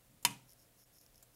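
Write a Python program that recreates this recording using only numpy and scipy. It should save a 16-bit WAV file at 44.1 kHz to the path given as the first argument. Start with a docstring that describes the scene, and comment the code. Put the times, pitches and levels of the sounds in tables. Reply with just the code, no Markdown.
"""A small room hisses and hums faintly. A fingertip bumps softly onto a toggle switch in a steel box
on the wall; a tiny tick, then the sprung contact lands and bounces: one sharp snap.
The snap rings the plate, the box and its open cover, the wall thumps and the room answers.
Short spells of thin, clicking whirr follow; among them the background dips twice
and a second tiny tick sounds."""
import sys
import numpy as np
from scipy import signal
from scipy.fft import rfft, irfft, next_fast_len
from scipy.io import wavfile
from scipy.ndimage import map_coordinates

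SR = 44100
rng = np.random.default_rng(int(sys.argv[2]) if len(sys.argv) > 2 else 0)


def unload_audio(sound):
    """Save the sound as a 16-bit wav file, at the path given as the first command line argument."""
    columns = np.transpose(np.atleast_2d(sound))
    # keep every value between -1 and 1, then stretch to whole-number steps
    steps = np.round(np.clip(columns, -1, 1) * 32767)
    wavfile.write(sys.argv[1], SR, steps.astype(np.int16))


N = 59535

# the switch's contact lands, then bounces: t/s, level/dB
CONTACT_HITS = [(.2498, -16.5), (.2521, -24)]


def amp(db):
    """Decibels to gain."""
    return 10 ** (np.asarray(db) / 20)


def unit(x):
    """Scale to rms 1."""
    return x / np.sqrt(np.mean(x ** 2) + 1e-20)


def along(curve, hz):
    """Read a curve of (frequency, value) points on a log frequency axis."""
    freqs, values = np.transpose(curve)
    return np.interp(np.log(hz + 1), np.log(freqs + 1), values)


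def since(start):
    """Seconds after a moment, zero before it."""
    return np.maximum(np.arange(N) / SR - start, 0)


def filtered(x, response):
    """Equalise x with a gain that is a function of frequency."""
    size = next_fast_len(N + SR // 2)
    return irfft(rfft(x, size) * response(np.fft.rfftfreq(size, 1 / SR)), size)[:N]


def noise(colour):
    """Noise of rms 1, shaped by a curve of relative levels."""
    return unit(filtered(rng.standard_normal(N), lambda hz: amp(along(colour, hz))))


def decay(t, t60):
    """Exponential fade that loses 60 dB in t60 seconds."""
    return np.exp(-np.log(1000) * t / t60)


def struck(start, rise_s, t60_s):
    """Envelope of a blow: quick attack, exponential decay."""
    t = since(start)
    return (1 - np.exp(-t / rise_s)) * decay(t, t60_s)


def ring(modes, start, rise_s):
    """Damped modes set off together in random phases, with the bass cut well below the lowest."""
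    t = since(start)
    partials = sum(amp(db) * struck(start, rise_s, t60) * np.sin(2 * np.pi * (hz * t + rng.random()))
                   for hz, db, t60 in modes)
    low_cut_hz = 0.42 * modes[0][0]
    return signal.sosfilt(signal.butter(2, low_cut_hz, "highpass", fs=SR, output="sos"), partials)


def background():
    """A bed of room tone, hiss and mains hum whose level dips briefly twice."""
    floor_colour = [(15, -37), (25, 1.5), (130, -8.5), (165, -8.5), (425, -14.5), (557, -12.5), (604, -15),
                    (981, -18.5), (1060, -18), (1150, -19), (5520, -22.5), (11100, -19.5), (15800, -21.5)]  # room tone and hiss: f/Hz, relative level/dB
    hum_partials = [(119.7, -78), (241, -87.5), (300, -86.5), (480, -89), (540, -85.5), (661, -89),
                    (721, -89.5)]  # mains harmonics: f/Hz, rms level/dB
    dips = [(.846, 0.011, 10), (.9955, 0.0083, 9)]  # dips in the bed: t/s, half width/s, depth/dB
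    t = np.arange(N) / SR
    hum = sum(np.sqrt(2) * amp(db) * np.sin(2 * np.pi * (hz * t + rng.random()))
              for hz, db in hum_partials)
    dip_db = sum(depth * np.exp(-((t - centre) / width) ** 2) for centre, width, depth in dips)
    return (amp(-68) * noise(floor_colour) + hum) * amp(-dip_db)


def whirr(grain_hz=600, roughness_db=3, fade_s=0.03):
    """A small mechanism, like a lens focusing: grainy hiss and clicks share its high resonances."""
    spells = [(0.483, .05, -67.5), (.58, 0.064, -70), (0.777, 0.07, -68), (0.932, 0.12, -68.5),
              (1.154, 0.055, -73), (1.345, .04, -65)]  # spells of whirring: t/s, length/s, level/dB
    click_hits = [(.4946, -54.5), (0.505, -48.5), (0.515, -53), (.522, -48.5), (.5329, -47), (0.9849, -53),
                  (1.0132, -49.5), (1.0635, -52), (1.145, -55.5), (1.1576, -52.5), (1.1792, -50)]  # the mechanism's sharper clicks: t/s, level/dB
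    colour = [(2000, -35), (4600, -14), (5350, 4.5), (6000, -5.5), (6800, -1), (7800, -24), (10000, -6),
              (11400, 0.5), (12500, -4.5), (13800, -7), (15800, -17)]  # its resonances: f/Hz, relative level/dB
    t = np.arange(N) / SR
    spell_env = sum(amp(db) * np.clip(np.minimum(t - start, start + length - t) / fade_s + .5, 0, 1)
                    for start, length, db in spells)
    grain = map_coordinates(rng.standard_normal(N), [t * grain_hz])  # smooth random flutter
    grainy_hiss = unit(noise(colour) * amp(roughness_db * grain))
    click_env = sum(amp(db) * struck(start, rise_s=0.00016, t60_s=0.0068) for start, db in click_hits)
    return spell_env * grainy_hiss + click_env * noise(colour)


def ticks(hold_s=0.004, t60_s=0.047):
    """Two tiny bright ticks, each held for an instant before it fades."""
    hits = [(0.2268, -54.5), (1.2265, -56.5)]  # the ticks: t/s, level/dB
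    colour = [(500, -5.5), (3000, -15), (6500, -8.5), (7400, 4), (8200, -5), (12000, -3.5), (15800, -6.5)]  # their thin, bright tone: f/Hz, relative level/dB
    envelope = sum(amp(db) * (since(start) > 0) * decay(since(start + hold_s), t60_s)
                   for start, db in hits)
    return envelope * noise(colour)


def fingertip():
    """A soft, dull bump as the finger settles on the lever."""
    colour = [(70, -27), (130, -1), (195, -4.5), (280, -4.5), (380, -32), (1500, -47.5)]  # the bump's low body: f/Hz, relative level/dB
    return amp(-62.5) * struck(start=0.09, rise_s=0.019, t60_s=0.43) * noise(colour)


def room(start, build_s=0.019):
    """A diffuse tail whose treble dies first, and one scattered late reflection off the far wall."""
    colour = [(88, -26), (150, -0.5), (291, -12.5), (333, -19), (397, -13.5), (575, -22), (955, -6),
              (1090, -20.5), (1360, -14), (1590, -21), (2430, -11.5), (4540, -19.5), (6700, -16.5),
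              (11600, -17.5), (15800, -38)]  # tone of the reverb: f/Hz, relative level/dB
    decay_times = [(200, 0.49), (1000, 0.39), (2800, 0.36), (6000, 0.33), (12000, .24)]  # length of the tail: f/Hz, t60/s
    hz, t, bands = signal.stft(noise(colour), SR, nperseg=256)
    fade = decay(np.maximum(t - start, 0), along(decay_times, hz)[:, None])
    tail = signal.istft(bands * fade, SR, nperseg=256)[1][:N]
    build_up = 1 - np.exp(-since(start) / build_s)
    reflection = amp(-49.5) * struck(start + 0.051, rise_s=0.0019, t60_s=0.17) * noise(colour)
    return amp(-41) * build_up * tail + reflection


def steel_box(start, fast_rise_s=0.00031, slow_rise_s=0.011):
    """The snap rings the switch plate and the box and, more slowly, the open cover and the wall."""
    sheet_colour = [(90, -37), (180, -18), (300, -8.5), (510, -10), (958, -4), (1400, -13), (1860, -3),
                    (2600, -4.5), (3400, -11.5), (4480, -9.5), (7000, -8.5), (10100, -9), (13000, -13.5),
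                    (15800, -26)]  # dense modes of the sheet steel: f/Hz, relative level/dB
    plate_modes = [(4895, -29, .035), (5135, -24.5, .035), (5360, -31, .025), (5950, -40, .05),
                   (6274, -31, .055), (6605, -43, .13), (6735, -25, .025), (6980, -31, .03),
                   (7930, -32, .025), (8548, -30.5, .052), (9145, -29, .028), (9985, -34, .04),
                   (10168, -33, .075), (10980, -29, .022), (11432, -29, .04), (13110, -32, .03),
                   (14060, -33, .024)]  # bright ping of switch and plate: f/Hz, relative level/dB, t60/s
    box_modes = [(835, -42, .06), (956, -21.5, .057), (1117, -39, .13), (1645, -44, .14), (2057, -39, .12),
                 (2360, -37, .095), (2558, -39, .13), (2737, -35, .08), (3052, -28, .065),
                 (3596, -31, .075), (4185, -32.5, .04), (4454, -33, .035)]  # clank of the box: f/Hz, relative level/dB, t60/s
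    cover_modes = [(2417, -47, .24), (2512, -49, .26), (2850, -45, .22), (3026, -47, .25), (6590, -49, .17),
                   (10192, -47, .14)]  # lingering ring of the cover: f/Hz, level/dB, t60/s
    wall_modes = [(127, -47, .6), (147, -46, .3), (199, -44, .36), (222, -54, .3), (278, -48, .37),
                  (726, -53, .27), (953, -47, .28), (990, -50, .26)]  # thump of wall and room: f/Hz, relative level/dB, t60/s
    sheet = amp(-29) * struck(start, rise_s=0.0019, t60_s=0.083) * noise(sheet_colour)
    steel = amp(-1) * (ring(plate_modes, start, fast_rise_s) + ring(box_modes, start, fast_rise_s))
    cover = ring(cover_modes, start, slow_rise_s)
    wall = amp(-1) * ring(wall_modes, start, slow_rise_s)
    return steel + sheet + cover + wall


def switch():
    """The sprung contact lands and bounces, each hit a bright, very short crack."""
    colour = [(120, -42), (200, -14), (550, -6.5), (900, -9.5), (1450, -11.5), (2500, -2.5), (3400, -14.5),
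              (5200, -10.5), (6800, 0), (8200, -4.5), (11200, -3), (14200, -9.5), (15800, -23)]  # tone of the crack: f/Hz, relative level/dB
    return sum(amp(db) * struck(start, rise_s=0.00044, t60_s=0.018) * noise(colour)
               for start, db in CONTACT_HITS)


def scene():
    """The snap with its box and room, over the small sounds and the quiet bed, in mono."""
    flip_s = CONTACT_HITS[0][0]
    snap = switch() + steel_box(flip_s) + room(flip_s)
    return (snap + fingertip() + ticks() + whirr() + background())[None]


def record(dry):
    """A steep low-pass takes off the very top of the treble."""
    cutoff_hz, edge_hz = 15800, 300
    return filtered(dry[0], lambda hz: np.clip((cutoff_hz - hz) / edge_hz + .5, 0, 1))[None]


dry = scene()
out = record(dry)
unload_audio(out)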